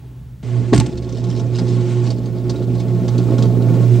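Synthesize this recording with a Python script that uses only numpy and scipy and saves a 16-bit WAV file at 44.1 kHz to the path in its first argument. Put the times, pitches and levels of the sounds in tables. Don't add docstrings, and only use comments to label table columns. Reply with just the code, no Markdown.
import sys
import numpy as np
from scipy import signal
from scipy.fft import rfft, irfft
from scipy.io import wavfile
from scipy.ndimage import uniform_filter1d

SR = 44100
rng = np.random.default_rng(int(sys.argv[2]) if len(sys.argv) > 2 else 0)


def dump_mix(stems):
    frames = np.atleast_2d(stems).T
    limited = np.clip(frames, -1, 1)
    pcm = np.round(limited * 32767).astype(np.int16)
    wavfile.write(sys.argv[1], SR, pcm)


N = 176400
T = np.arange(N) / SR
HZ = np.fft.rfftfreq(N, 1 / SR)
MAINS_HZ, STRIKE_S, BAND_EDGE_HZ = 59.91, .427, 15900


# time_s, level_db
HUM_LEVEL = [(.47, -23.5), (.6, -15), (.71, -22), (.82, -10), (.88, -37), (1.06, -25.5), (1.28, -21),
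             (1.63, -18), (2.1, -17.5), (2.18, -24.5), (3, -18), (3.45, -14.5), (3.51, -15), (4, -12)]
OVERTONE_LEVEL = [(.47, -20), (.62, -9.5), (.95, -18), (1.5, -19.5), (1.65, -13.5), (2.08, -11.5),
                  (2.2, -16.5), (3.2, -13.5), (3.55, -23), (4, -8)]
# harmonic, gain_db, left_over_right_db, waver_depth
HUM_PARTIALS = [(1, 0.5, -8, 0.07), (2, -24, 2, 0.32), (3, -17.5, -0.5, 0.9)]

def mains_hum():
    out = np.zeros((2, N))
    for harmonic, db, lean_db, depth in HUM_PARTIALS:
        waver = 1 + depth * (drift(hz=9) + 1j * drift(hz=9)) / np.sqrt(2)
        tone = (waver * np.exp(2j * np.pi * harmonic * 2 * MAINS_HZ * T)).real
        pan = np.array([[amp(lean_db)], [1]]) * 2 / (1 + amp(lean_db))
        out += pan * amp(db) * tone * level(HUM_LEVEL if harmonic == 1 else OVERTONE_LEVEL)
    return np.sqrt(2) * out * lit(rise_s=.04) * amp(drift(hz=16))


# time_s, level_db
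ROAR_LEVEL = [(.43, -29), (.64, -24), (.7, -30), (.85, -25), (1.08, -28.5), (1.35, -22), (1.5, -24),
              (2.18, -24.5), (2.7, -22.5), (3.3, -19), (3.8, -15.5), (3.9, -21.5)]
SIZZLE_LEVEL = [(.43, -44), (.87, -45.5), (.94, -50.5), (1.45, -48.5), (1.86, -40), (2.1, -42.5),
                (2.17, -52.5), (2.9, -47), (3.4, -44.5), (3.55, -47), (4, -40)]
# frequency_hz, relative_db
ROAR_SPECTRUM = [(25, -24.5), (50, -48.5), (90, -10.5), (170, -0.5), (260, -9.5), (400, -14), (550, -16),
                 (800, -34.5), (1300, -46.5), (3000, -59.5)]
RASP_SPECTRUM = [(400, -22), (1300, 0), (9000, -60)]
SIZZLE_SPECTRUM = [(300, -14.5), (1000, -1), (2300, 3.5), (6000, -4.5), (8400, -7.5), (9500, -19),
                   (12000, -45), (16000, -67)]
# peak_s, roar_lift_db, half_length_s
FLARE_UPS = [(1.625, 5.5, .03), (1.725, 5, .014), (2.085, 6, .025), (2.503, 5, .012), (2.682, 7, .01),
             (3.325, 5, .022), (3.44, 5.5, .032)]

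def arc_flame():
    flutter, alight = drift(hz=22), lit(rise_s=.003)
    flare_db = sum(db * swell(peak, half) for peak, db, half in FLARE_UPS)
    mains_phase = 2 * np.pi * MAINS_HZ * T
    puffs = unit(np.exp(.24 * np.cos(2 * mains_phase) + .3 * np.cos(mains_phase)))
    burn = puffs * level(ROAR_LEVEL) * alight
    roar = noise() * burn * amp(.49 * flutter + flare_db - 2.5)
    rasp = noise() * burn * amp(2.5 * flutter + flare_db / 2 - 27.5)
    sizzle = spurts(noise(), depth_db=1.6, span_hz=500, span_s=.014)
    sizzle *= alight * level(SIZZLE_LEVEL) * amp(flutter + .26 * flare_db - .5)
    return cabin(roar, ROAR_SPECTRUM) + cabin(rasp, RASP_SPECTRUM) + cabin(sizzle, SIZZLE_SPECTRUM)


# start_s, level_db, pitch_hz, decay_s
BLAST_THUMPS = [(0.7243, -2.5, 265, 0.016), (0.7317, 3, 395, 0.004), (0.7555, -1, 255, 0.0028),
                (.785, -6.5, 130.5, 0.04), (0.798, -15.5, 252.5, 0.032), (.945, -23, 69, 0.087)]
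# start_s, level_db, length_s, cutoff_hz
BLAST_CRACKS = [(0.7303, -11, .004, 2000), (.7351, -9.5, 0.004, 2980), (0.7468, -21, 0.0028, 15500),
                (0.7617, -19, 0.0028, 11000), (0.7778, -17.5, 0.0042, 10900), (0.8001, -14.5, 0.003, 13000),
                (0.8073, -21, 0.0095, 3000), (0.862, -31, .008, 10000)]
# time_s, level_db
RUSH_LEVEL = [(.729, -39), (.733, -12), (.745, -10.5), (.772, -18), (.812, -21), (.85, -29), (.95, -52)]
# frequency_hz, relative_db
CRACK_SPECTRUM = [(100, -8), (500, 5), (1500, 1.5), (4000, 5.5), (8500, 4), (9600, -6), (12000, -14),
                  (16000, -20)]
RUSH_SPECTRUM = [(25, -24), (70, 8.5), (270, 5.5), (420, -10), (800, -48.5), (1500, -14), (8500, -23),
                 (10500, -55)]

def blast():
    thumps, cracks = np.zeros(N), np.zeros((2, N))
    for start, db, hz, decay in BLAST_THUMPS:
        age = np.maximum(T - start, 0)
        envelope = np.exp(-age / decay) * (1 - np.exp(-age / .001))
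        thumps -= amp(db) * np.sin(2 * np.pi * hz * age) * envelope
    for start, db, length, cutoff_hz in BLAST_CRACKS:
        age = np.maximum(T - start, 0)
        snap, tail = np.exp(-(age / length) ** 2), amp(-19) * np.exp(-age / .007)
        burst = noise() * amp(db) * (T > start) * (snap + tail)
        cracks += signal.lfilter(*signal.butter(2, cutoff_hz, fs=SR), burst)
    rush = noise() * level(RUSH_LEVEL) * (T > RUSH_LEVEL[0][0]) * (T < RUSH_LEVEL[-1][0])
    return thumps + cabin(cracks, CRACK_SPECTRUM) + cabin(rush, RUSH_SPECTRUM)


# peak_s, level_db, half_length_s
SPARK_SHOWERS = [(1.19, -49.5, 0.03), (1.308, -38.5, 0.012), (1.372, -43, 0.014), (1.568, -37.5, 0.014),
                 (1.708, -43, 0.034), (2.065, -40, 0.015), (2.793, -44, 0.007), (3.437, -36.5, 0.014)]
# frequency_hz, relative_db
SPARK_SPECTRUM = [(1200, 4.5), (2300, 4), (3800, 12), (6500, 5.5), (8400, 0), (9600, -13.5), (16000, -33.5)]
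# time_s, pitch_hz
SPARK_PITCH = [(1.6, 5370), (2.5, 4300)]

def spark_showers(sparks_per_s=700):
    showers = np.sqrt(sum(amp(db) ** 2 * swell(peak, half) for peak, db, half in SPARK_SHOWERS))
    strays = amp(-56.5 + 4.2 * drift(hz=35)) * (T > BLAST_THUMPS[0][0])
    ticks = unit(noise() * (rng.random(N) < sparks_per_s / SR))
    spatter = spurts(ticks + .5 * noise(), depth_db=3.2, span_hz=450, span_s=.02)
    ring = resonate(spatter, np.interp(T, *np.transpose(SPARK_PITCH)), width_hz=700)
    envelope = showers * amp(1.2 * drift(hz=60)) + strays
    return cabin(unit(spatter + amp(-5) * ring) * envelope, SPARK_SPECTRUM)


# start_s, level_db
SPARK_HITS = [(.972, -35), (1.022, -40), (1.089, -38), (1.122, -38), (1.168, -37), (1.238, -34),
              (1.394, -33), (1.583, -27), (1.678, -34), (2.102, -28.5), (2.255, -41), (2.494, -25),
              (2.556, -37.5), (2.622, -41), (2.749, -39), (2.797, -33.5), (3.079, -28.5), (3.178, -29.5),
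              (3.38, -29.5)]

def large_sparks(rise_s=.004, decay_s=.011):
    out, age = np.zeros((2, N)), T[:SR // 10]
    envelope = np.minimum(age / rise_s, 1) * np.exp(-age / decay_s)
    for start, db in SPARK_HITS:
        hz = np.interp(start, *np.transpose(SPARK_PITCH)) * np.exp(.084 * rng.standard_normal())
        grit = rng.standard_normal((2, len(age)))
        ring = resonate(grit, np.full(len(age), hz), width_hz=400)
        at = round(start * SR)
        out[:, at:at + len(age)] += amp(db) * unit(grit + amp(1) * ring) * envelope
    return cabin(spurts(out, depth_db=3.2, span_hz=450, span_s=.011), SPARK_SPECTRUM)


# frequency_hz, relative_db
STREET_SPECTRUM = [(25, -30), (65, 4), (90, -8), (160, -3.5), (330, -28), (1000, -36), (8000, -52.5),
                   (11000, -68.5)]

def street(drone_hz=124):
    mid, side = irfft(rfft(noise()) * amp(spectrum(STREET_SPECTRUM)), N)
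    rumble = unit(np.array([mid + .19 * side, mid - .17 * side]))
    drone = (np.sqrt(2) + .5 * drift(hz=17)) * np.sin(2 * np.pi * drone_hz * T)
    return amp(-38.5) * rumble + amp(-36) * drone


# frequency_hz, relative_db
WASH_SPECTRUM = [(330, -0.5), (700, -17.5), (3500, -17.5), (10000, -49.5)]

def distant_wash(fade_db_per_s=33):
    return cabin(noise() * amp(-45.5 - fade_db_per_s * T), WASH_SPECTRUM)


# centre_hz, width_hz, lift_db
CABIN_MODES = [(66.8, 7.8, 15), (179, 20.7, 8), (246.3, 34, 12), (294.7, 17.3, 9.5), (378.6, 122, 10.5),
               (442.4, 15, 5.5), (522.6, 32, 6), (672, 103, 12.5), (856, 109, 17), (1090.3, 73, 12),
               (1410, 25, 10)]
# delay_s, gain_db
WINDOW_ECHOES = [(.0028, -13.5), (.0054, -8.5)]
# frequency_hz, side_over_mid_db
STEREO_WIDTH = [(300, -15.5), (3000, -26.5), (5500, -8.5), (8000, -4), (10000, -27)]
# frequency_hz, left_over_right_db
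STEREO_BALANCE = [(110, -5.5), (200, 2), (380, -4.5), (700, -2.5), (1200, 1.5), (4400, -1.5), (8000, 0.5)]

def cabin(mid_side, colour):
    modes_db = sum(lift / (1 + (2 * (HZ - hz) / width) ** 2) for hz, width, lift in CABIN_MODES)
    echoes = sum(amp(db) * np.exp(-2j * np.pi * HZ * delay) for delay, db in WINDOW_ECHOES)
    treble = HZ ** 2 / (HZ ** 2 + 1900 ** 2)
    gain = unit(amp(spectrum(colour) + modes_db) * abs(1 + echoes * treble))
    mid = causal_filter(mid_side[0], gain)
    side = causal_filter(mid_side[1], gain * amp(spectrum(STEREO_WIDTH)))
    lean = amp(spectrum(STEREO_BALANCE))
    left = causal_filter(mid + side, 2 * lean / (1 + lean))
    right = causal_filter(mid - side, 2 / (1 + lean))
    return np.array([left, right])


def amp(db):
    return 10 ** (np.asarray(db) / 20)


def unit(x):
    return x / np.sqrt(np.mean(x ** 2) + 1e-20)


def level(points):
    return amp(np.interp(T, *np.transpose(points)))


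def spectrum(points):
    hz, db = np.transpose(points)
    return np.interp(np.log(HZ + 1), np.log(hz), db)


def noise():
    return rng.standard_normal((2, N))


def drift(hz):
    return unit(irfft(rfft(rng.standard_normal(N)) / (1 + (HZ / hz) ** 4), N))


def lit(rise_s):
    return np.clip((T - STRIKE_S) / rise_s, 0, 1)


def swell(peak_s, half_length_s):
    age = (T - peak_s) / half_length_s
    return np.exp(-np.where(age < 0, age ** 2, age))


def spurts(x, depth_db, span_hz, span_s):
    window, hop = 512, 128
    cells = signal.stft(x, nperseg=window, noverlap=window - hop)[2]
    patches = rng.standard_normal(cells.shape[1:])
    for axis, size in enumerate((span_hz * window / SR, span_s * SR / hop)):
        patches = uniform_filter1d(patches, max(round(size), 1), axis)
    cells *= amp(depth_db * unit(patches))
    return signal.istft(cells, nperseg=window, noverlap=window - hop)[1][:, :N]


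def resonate(x, hz, width_hz):
    carrier = np.exp(2j * np.pi * np.cumsum(hz) / SR)
    pole = np.exp(-np.pi * width_hz / SR)
    return 2 * (carrier * signal.lfilter([1 - pole], [1, -pole], x / carrier)).real


def causal_filter(x, gain):
    gain = np.maximum(gain[::20], 1e-5)
    mirrored = np.r_[gain, gain[-2:0:-1]]
    phase = -signal.hilbert(np.log(mirrored)).imag[:len(gain)]
    return signal.oaconvolve(x, irfft(gain * np.exp(1j * phase)))[:N]


def scene():
    return mains_hum() + arc_flame() + blast() + spark_showers() + large_sparks() + street() + distant_wash()


# time_s, level_db
HISS_LEVEL = [(0, -63), (.95, -66), (2.5, -59.5), (3.8, -53)]
WHINE_HZ, WHINE_PULSES_PER_S = 15734, 13

def record(dry):
    pulsing = 1 + .55 * np.sin(2 * np.pi * WHINE_PULSES_PER_S * T)
    whine = pulsing * np.sin(2 * np.pi * WHINE_HZ * T)
    self_noise = level(HISS_LEVEL) * (rng.standard_normal(N) + amp(-10) * whine)
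    lowpass = signal.firwin(1023, BAND_EDGE_HZ, window=("kaiser", 9), fs=SR)
    return signal.oaconvolve(np.clip(dry + self_noise, -1, 1), lowpass[None], "same")


dry = scene()
out = record(dry)
dump_mix(out)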